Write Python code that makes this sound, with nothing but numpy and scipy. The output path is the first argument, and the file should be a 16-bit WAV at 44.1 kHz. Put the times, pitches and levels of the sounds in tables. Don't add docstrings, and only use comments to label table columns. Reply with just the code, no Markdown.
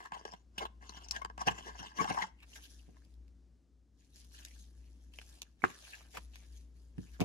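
import sys
import numpy as np
from scipy import signal
from scipy.fft import rfft, irfft
from scipy.io import wavfile
from scipy.ndimage import map_coordinates

SR = 44100
rng = np.random.default_rng(int(sys.argv[2]) if len(sys.argv) > 2 else 0)


def unload_audio(sound):
    columns = np.transpose(np.atleast_2d(sound))
    steps = np.round(np.clip(columns, -1, 1) * 32767)
    wavfile.write(sys.argv[1], SR, steps.astype(np.int16))


N = 319284

# start t/s, length/s, card ring level/dB, brightness/dB
RUBS = [(0.0, 0.058, -55.5, -11.5), (.17, 0.047, -60.5, -7), (.27, 0.061, -60.5, -3), (.82, 0.23, -64, -4),
        (1.13, .06, -60.5, -11), (1.39, 0.51, -58.5, -7), (1.97, .25, -47.5, -8.5)]
# t/s, card ring level/dB, brightness/dB
SNAPS = [(.057, -35.5, -36), (.12, -30, -19), (0.166, -43, -24), (.252, -32, -15), (.336, -37, -15.5),
         (0.579, -29, -18.5), (.652, -32.5, -26), (0.894, -41.5, -1.5), (1.0856, -56, 11.5),
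         (1.11, -45, 16.5), (1.1197, -59, 18), (1.1631, -31.5, -8.5), (1.218, -32, -21), (1.248, -28, -16),
         (1.299, -40, -24), (1.378, -34, -16), (1.475, -21, -15), (1.4825, -16.5, -22.5),
         (2.222, -29, -13.5), (2.967, -51.5, -34)]
# peak t/s, length/s, card ring level/dB
DRAGS = [(0.148, .018, -44.5), (0.623, 0.035, -39), (0.975, .012, -43.5), (1.153, 0.039, -41),
         (1.416, .014, -32.5), (1.473, .007, -24), (1.514, .022, -35.5), (1.586, .014, -38),
         (1.685, 0.057, -43), (1.798, 0.019, -40.5), (1.83, .014, -44), (1.865, 0.0091, -45),
         (2.014, 0.033, -29.5), (2.045, 0.005, -27), (2.1, 0.018, -29.5), (2.23, 0.033, -37.5),
         (2.317, 0.0081, -88)]
# t/s, level/dB
FILM_RINGS = [(0.135, -43), (.148, -56.5), (0.582, -28.5), (.588, -46), (.654, -40.5), (1.479, -27),
              (1.809, -51), (1.866, -53), (2.22, -38), (2.388, -67.5), (2.531, -51.5), (2.653, -52.5),
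              (2.791, -62), (4.35, -52), (4.385, -53), (4.425, -54), (5.138, -58), (5.213, -52),
              (6.336, -54.5)]
# centre t/s, Gaussian sigma/s, pitch at centre f/Hz, level/dB
SQUEAKS = [(0.15, 0.016, 1029, -44), (1.221, .0036, 1080, -36), (2.005, 0.0081, 1097, -24.5),
           (2.056, .004, 755, -34), (2.109, .004, 753, -31), (2.19, .016, 880, -34),
           (2.116, .004, 2183, -40), (2.225, .006, 1950, -32), (2.241, .0036, 884, -34.5),
           (2.432, 0.009, 2350, -67.5), (5.944, 0.0094, 1746, -52), (6.174, 0.0018, 1774, -47)]
# start t/s, length/s, body level/dB, brightness/dB
PUSHES = [(2.393, 0.07, -79, -5), (2.513, 0.12, -69.5, 6), (2.71, 0.06, -75, 8), (2.86, 0.23, -86, 4),
          (3.999, 0.056, -86, 7), (4.165, 0.028, -72.5, 10), (4.339, 0.11, -67, 4), (4.496, 0.1, -78, 12),
          (4.75, 0.32, -85.5, 6.5), (5.158, 0.2, -72, 4.5), (5.654, 0.059, -62.5, 0.5),
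          (5.782, 0.13, -65.5, 5), (5.926, 0.055, -61, -3.5), (6.127, 0.051, -76, 11.5),
          (6.347, 0.084, -70.5, 2.5), (6.525, 0.051, -82, 10.5), (6.776, 0.044, -86, 9.5),
          (7.005, 0.13, -77, 4)]
# t/s, body level/dB, brightness/dB
TICKS = [(3.049, -76.5, 11), (3.14, -78, 9), (3.28, -72, 1), (4.246, -66, 4), (4.342, -54, -8.5),
         (4.402, -64, -3), (4.4499, -53, 11), (4.594, -66, 5.5), (5.137, -57.5, -2.5), (5.187, -41.5, -11),
         (5.215, -47, -11), (5.4183, -39, 0), (5.702, -50, -0.5), (6.357, -48.5, -4.5),
         (6.9813, -51.5, -21), (7.2037, -40, 2)]
# peak t/s, length/s, body level/dB, brightness/dB
SCUFFS = [(2.429, 0.0093, -61.5, -21), (2.559, 0.011, -52, 1.5), (2.639, 0.025, -68, 11.5),
          (5.642, 0.012, -41, -9.5), (6.15, 0.021, -49, -7), (6.172, 0.0058, -34, -14),
          (7.138, 0.019, -61.5, -2.5), (7.21, 0.0099, -40.5, -4.5)]
# t/s, level/dB
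KNOCKS = [(5.64, -4), (5.6409, -10.5)]
# t/s, level/dB, contact half width at 1/e/s
BUMPS = [(1.251, -48, 0.00086), (1.477, -21.5, 0.0011), (1.515, -34.5, .0007), (1.812, -36.5, 0.00093),
         (2.015, -28.5, 0.00044), (2.11, -26.5, 0.00021), (2.890, -44, 0.00044), (3.287, -54.5, .001),
         (5.642, -25, 0.00047), (6.184, -42.5, 0.00069), (6.9885, -22, 0.00097), (7.206, -24.5, 0.0001),
         (7.217, -15, 0.00038)]
# f/Hz, width/Hz, level/dB
CARD_MODES = [(186.2, 35, -5.5), (386.3, 130, -10), (752, 167, -3.5), (1053, 98, 2.5), (1538, 220, -6),
              (1648, 120, 0), (2106, 110, -11.5)]
FILM_MODES = [(2664, 350, -3), (3030, 510, -0.5)]
HOLDER_MODES = [(405, 250, -5), (800, 600, -2), (1680, 160, 6), (2440, 760, 1.5), (3100, 530, -2.5)]
# f/Hz, level/dB, t60/s, left over right level/dB, left lead/s
KNOCK_MODES = [(265, -17.5, 0.018, 3, 0.0035), (375, -20.5, 0.073, 0.5, 0.0063),
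               (787, -14.5, 0.014, 5, .00017), (1144, -8, .016, 5, .00043),
               (1645, 2.5, 0.013, -2.5, .00007), (2250, -23.5, .02, -5, -0.02)]
BUMP_MODES = [(105, -22, 0.18, 1.5, 0.0087), (177, -3.5, 0.03, 0, -0.0076), (270, -3, 0.014, 5, 0.0086),
              (400, -21, 0.006, 2, -0.014), (693, -11.5, .04, -1.5, -.00015), (1010, -17, 0.039, -1, 0.022)]
# f/Hz, relative density level/dB
SCRATCH = [(2500, -5), (3700, -6), (4400, 0), (4900, 0), (5600, 3.5), (6700, -1.5), (8000, -9.5),
           (11500, -17.5), (13000, -29.5), (14500, -33)]
EDGE = [(2000, -28.5), (3200, -1), (6400, -2), (8500, -10.5), (11500, -6), (15500, -23.5)]
HISS = [(2000, -15), (3300, 3), (4800, 3), (6500, 5), (8200, -4.5), (10500, 0), (12500, -9), (14000, -17.5),
        (16000, -27)]
ROOM_TONE = [(25, -12.5), (42, 0), (80, 0), (130, -7), (280, -4.5), (400, -15), (600, -23.5), (1000, -29.5),
             (2500, -36), (6000, -34), (11000, -45.5), (15000, -57)]
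# delay/s, signed linear gain [1]
ECHOES = [
    [(.0037, 0.061), (.0057, -0.13), (.0093, 0.24)],
    [(.0037, -0.22), (.0068, 0.24), (.0112, 0.35)],
]
# centre t/s, half width at 1/e/s, hum depth/dB
HUM_DIPS = [(.1, 0.32, 13.5), (2.25, 0.32, 5), (3.856, 0.39, 12), (5.692, .3, 11.5)]

RUB_ATTACK_S, RUB_RELEASE_S = 0.0063, 0.029
RUB_UNEVEN_DB, RUB_UNEVEN_PER_S = 3, 40
SNAP_RISE_S, SNAP_FALL_S = 0.0003, 0.003
DRAG_RISE_SHARE, DRAG_FALL_SHARE = 0.59, 0.45
DRAG_SCRATCH_DB, DRAG_SCRATCH_DB_PER_DB, USUAL_DRAG_DB = -51.5, 0.97, -39
FILM_DB, FILM_FROM_CARD = -7.5, 0.55
FILM_RING_RISE_S, FILM_RING_FALL_S = 0.00061, 0.006
SQUEAK_SAG_PER_S = 2.5
PUSH_ATTACK_S, PUSH_RELEASE_S = 0.029, 0.072
TICK_RISE_S, TICK_FALL_S = 0.00015, 0.0021
SCUFF_RISE_SHARE, SCUFF_FALL_SHARE = 0.37, 1
KNOCK_CONTACT_S = 0.00019
REBOUND_S, REBOUND_DB = 0.0066, -10
SETTLE_S, SETTLE_DB, SETTLE_LOSS_DB = 0.022, -13.5, 3
PATCH_HZ, PATCH_S = 531.4, 0.016
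HUM_DB = -56.5
HUM_FLUTTER_DB, HUM_FLUTTER_PER_S = 2.85, 15
CUTOFF_HZ = 16000


def sleeve():
    uneven = from_db(RUB_UNEVEN_DB * drift(RUB_UNEVEN_PER_S))
    rub_ring, rub_scratch = uneven * holds(RUBS, RUB_ATTACK_S, RUB_RELEASE_S)
    on_card, on_film, on_surface = slips()
    short_ring, = strokes([(s, FILM_RING_RISE_S, FILM_RING_FALL_S, db) for s, db in FILM_RINGS])

    def card_ring():
        rub = rub_ring * from_db(4) * friction(270, 6.2, 0.23)
        slipping = from_db(-1.5) * contact(on_card, 0.69)
        return resonate(rub + slipping, CARD_MODES, grip_db=4.5)

    def film_ring():
        rub = rub_scratch * from_db(2.4) * friction(300, 5.0, 0.42)
        slipping = contact(on_film, 0.99)
        return resonate(rub + slipping + contact(short_ring, 0.28), FILM_MODES, grip_db=3.5)

    def surface_scratch():
        rub = rub_scratch * friction(1200, 6.4, 0.7)
        return colour(rub + from_db(-0.5) * contact(on_surface, 0.87), SCRATCH)

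    card = spread(card_ring, 0.00037, 2.2, 0.28)
    film = spread(film_ring, 0.00044, 0.3, 0.5)
    scratch = spread(surface_scratch, 0.00043, 6.7, 0.46)
    ringing = flex(high_pass(card, 130) + high_pass(film, 1200), depth_db=3.5)
    return ringing + high_pass(flex(scratch, depth_db=7.0), 2500)


def slips():
    rows = []
    for s, db, bright in SNAPS:
        rows.append(slip(s, SNAP_RISE_S, SNAP_FALL_S, db, db + bright))
    for s, length, db in DRAGS:
        scratch_db = DRAG_SCRATCH_DB + DRAG_SCRATCH_DB_PER_DB * (db - USUAL_DRAG_DB)
        rows.append(slip(s, DRAG_RISE_SHARE * length, DRAG_FALL_SHARE * length, db, scratch_db))
    return strokes(rows)


def slip(s, rise, fall, card_db, scratch_db):
    film_db = FILM_DB + FILM_FROM_CARD * card_db + (1 - FILM_FROM_CARD) * scratch_db
    return s, rise, fall, card_db, film_db, scratch_db


def squeaks(waver=0.065, overtone_db=-15):
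    t, out = seconds(), np.zeros(N)
    unsteady = 1 + waver * drift(400)
    for s, sigma, hz, db in SQUEAKS:
        near = np.abs(t - s) < 4 * sigma
        since = t[near] - s
        pitch = hz * unsteady[near] * np.exp(-SQUEAK_SAG_PER_S * since)
        phase = 2 * np.pi * np.cumsum(pitch) / SR
        tone = np.sin(phase) + from_db(overtone_db) * np.sin(2 * phase)
        out[near] += from_db(db) * np.exp(-(since / sigma) ** 2 / 2) * tone
    return place(out, 0.00038, 7.6)


def holder():
    glide_body, glide_hiss = holds(PUSHES, PUSH_ATTACK_S, PUSH_RELEASE_S)
    on_body, on_edge = catches()

    def body_ring():
        glide = glide_body * from_db(2.0) * friction(250, 6.2, 0.8)
        catching = from_db(1.0) * contact(on_body, 0.6)
        return resonate(glide + catching, HOLDER_MODES, grip_db=4.5)

    def sliding_hiss():
        uneven = from_db(1.8 * drift(50))
        return colour(glide_hiss * uneven * friction(400, 4.0, 0.7), HISS)

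    def edge_noise():
        return colour(contact(on_edge, 1.0), EDGE)

    body = spread(body_ring, 0.00005, 0.8, 0.93)
    hiss = spread(sliding_hiss, 0.00005, 1.9, 1.34)
    edge = spread(edge_noise, 0.00005, 1.5, 1.0)
    return flex(body, depth_db=5.0) + high_pass(flex(hiss + edge, depth_db=4.0), 1700)


def catches():
    rows = [(s, TICK_RISE_S, TICK_FALL_S, db, db + bright) for s, db, bright in TICKS]
    for s, length, db, bright in SCUFFS:
        rows.append((s, SCUFF_RISE_SHARE * length, SCUFF_FALL_SHARE * length, db, db + bright))
    return strokes(rows)


def blows():
    knock = strike([(s, db, KNOCK_CONTACT_S) for s, db in KNOCKS], KNOCK_MODES)
    bumps = strike(bounces(), BUMP_MODES)
    return high_pass(knock, 73) + high_pass(bumps, 65)


def bounces(count=3):
    after = [(0, 0), (REBOUND_S, REBOUND_DB)]
    after += [(SETTLE_S * (k + 1), SETTLE_DB - SETTLE_LOSS_DB * k) for k in range(count)]
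    return [(s + delay, db + loss, contact_s) for s, db, contact_s in BUMPS for delay, loss in after]


def strike(blows, modes):
    t, push, out = seconds(), np.full(N, 1e-18), 0
    for s, db, contact_s in blows:
        near = slice(int((s - 10 * contact_s) * SR), int((s + 10 * contact_s) * SR))
        pulse = np.exp(-((t[near] - s) / contact_s) ** 2)
        push[near] += from_db(db) * pulse / (contact_s * SR * np.sqrt(np.pi))
    change = signal.lfilter([1, 0, -1], [2], push) + 1e-18
    for hz, db, t60, left_db, lead_s in modes:
        r, w = from_db(-60 / (t60 * SR)), 2 * np.pi * hz / SR
        ring = signal.lfilter([1], [1, -2 * r * np.cos(w), r * r], change)
        out = out + from_db(db) * place(ring, lead_s, left_db)
    return out


def friction(per_s, spread_db, smooth):
    sizes = from_db(spread_db * np.minimum(rng.exponential(1, N), 3)) * rng.choice([-1, 1], N)
    grains = rms_one(sizes * (rng.random(N) < per_s / SR))
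    return rms_one(grains + smooth * rng.standard_normal(N))


def contact(stroke, snap):
    envelope, release = stroke
    return snap * release + envelope * friction(3500, 2.5, 0.79)


def strokes(rows):
    t = seconds()
    power, snaps = np.zeros((2, len(rows[0][3:]), N))
    for s, rise, fall, *levels in rows:
        near = slice(max(0, int((s - 10 * rise) * SR)), int((s + 10 * fall) * SR))
        since = t[near] - s
        shape = np.exp(np.minimum(since / rise, -since / fall))
        power[:, near] += (from_db(levels)[:, None] * shape) ** 2
        snaps[:, int(s * SR)] = from_db(levels) * np.sqrt(fall * SR / 2) * np.exp(-rise / 0.001)
    return zip(np.sqrt(power), snaps)


def holds(rows, attack_s, release_s):
    t, power = seconds(), np.full((2, N), 1e-18)
    for s, length, db, bright in rows:
        end = s + length
        near = slice(max(0, int((s - 10 * attack_s) * SR)), int((end + 10 * release_s) * SR))
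        slope = np.minimum((t[near] - s) / attack_s, (end - t[near]) / release_s)
        shape = np.exp(np.minimum(0, slope))
        power[:, near] += (from_db([[db], [db + bright]]) * shape) ** 2
    return np.sqrt(power)


def resonate(x, modes, grip_db=0):
    out, power = 0, 0
    for k, (hz, width, db) in enumerate(modes):
        r = np.exp(-np.pi * width / SR)
        top = (1 - r * r) / 2
        drive = x * from_db(db + grip_db * drift(25)) + 1e-18
        poles = [1, -2 * r * np.cos(2 * np.pi * hz / SR), r * r]
        out = out + (-1) ** k * signal.lfilter([top, 0, -top], poles, drive)
        power += top * from_db(db) ** 2
    return out / np.sqrt(power)


def flex(x, depth_db, size=256):
    hz, s, cells = signal.stft(x, SR, nperseg=size)
    field = rng.standard_normal((128, 2048))
    at = np.meshgrid(hz / PATCH_HZ, s / PATCH_S, indexing="ij")
    wander = map_coordinates(field, at, order=1, mode="wrap")
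    return signal.istft(cells * rms_one(from_db(depth_db * wander)), SR, nperseg=size)[1][..., :N]


def colour(x, spectrum, size=4096):
    hz, db = np.transpose(spectrum)
    grid = np.maximum(np.arange(size // 2 + 1) * SR / size, 1)
    gain = from_db(np.interp(np.log(grid), np.log(hz), db))
    cepstrum = irfft(np.log(gain))
    cepstrum[1:size // 2] *= 2
    cepstrum[size // 2 + 1:] = 0
    response = irfft(np.exp(rfft(cepstrum)))
    return signal.oaconvolve(x, response / np.linalg.norm(response))[:N]


def high_pass(x, hz):
    return signal.sosfilt(signal.butter(2, hz, "high", fs=SR, output="sos"), x)


def place(x, lead_s, left_db):
    t = seconds()
    right = np.interp(t - round(lead_s * SR) / SR, t, x)
    return np.array([x * from_db(left_db / 2), right * from_db(-left_db / 2)])


def spread(make, lead_s, left_db, apart):
    own = place(make(), lead_s, left_db) * [[1], [-1]]
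    shared = place(make(), lead_s, left_db)
    return (shared + apart * np.roll(own, SR // 1500, axis=1)) / np.hypot(1, apart)


def drift(rate):
    knots = rng.standard_normal(8000)
    return np.interp(seconds() * rate, np.arange(len(knots)), knots)


def from_db(db):
    return 10 ** (np.asarray(db) / 20)


def rms_one(x):
    return x / np.sqrt(np.mean(x ** 2) + 1e-20)


def seconds():
    return np.arange(N) / SR


def room(dry, t60=0.37, wet_db=-21, dull_hz=5000):
    t, out = seconds(), dry.copy()
    age = t[:SR // 2]
    for side, echoes in enumerate(ECHOES):
        for delay, gain in echoes:
            out[side] += gain * np.interp(t - delay, t, dry[side])
        tail = rng.standard_normal(len(age)) * from_db(-60 * age / t60) * (age > 0.006)
        tail = signal.lfilter(*signal.butter(1, dull_hz, fs=SR), tail / np.linalg.norm(tail))
        out[side] += from_db(wet_db) * signal.oaconvolve(dry[side], tail)[:N]
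    return out


def background(hum_hz=58.8, tone_db=-68, follow=0.42):
    dips_db = sum(depth * np.exp(-((seconds() - s) / half) ** 2) for s, half, depth in HUM_DIPS)
    level = from_db(HUM_DB - dips_db)
    phase = 2 * np.pi * np.cumsum(hum_hz + 0.5 * drift(13.0)) / SR
    flutter = from_db(HUM_FLUTTER_DB * drift(HUM_FLUTTER_PER_S))
    hum = place(level * flutter * np.sqrt(2) * np.sin(phase), 0, 3.2)
    air = spread(lambda: colour(rng.standard_normal(N), ROOM_TONE), 0, 3.1, 0.3)
    return hum + from_db(tone_db) * rms_one(level) ** follow * high_pass(air, 26)


def scene():
    return room(sleeve() + squeaks() + holder() + blows()) + background()


def record(dry):
    return signal.sosfilt(signal.ellip(10, 0.1, 80, CUTOFF_HZ, fs=SR, output="sos"), dry)


dry = scene()
out = record(dry)
unload_audio(out)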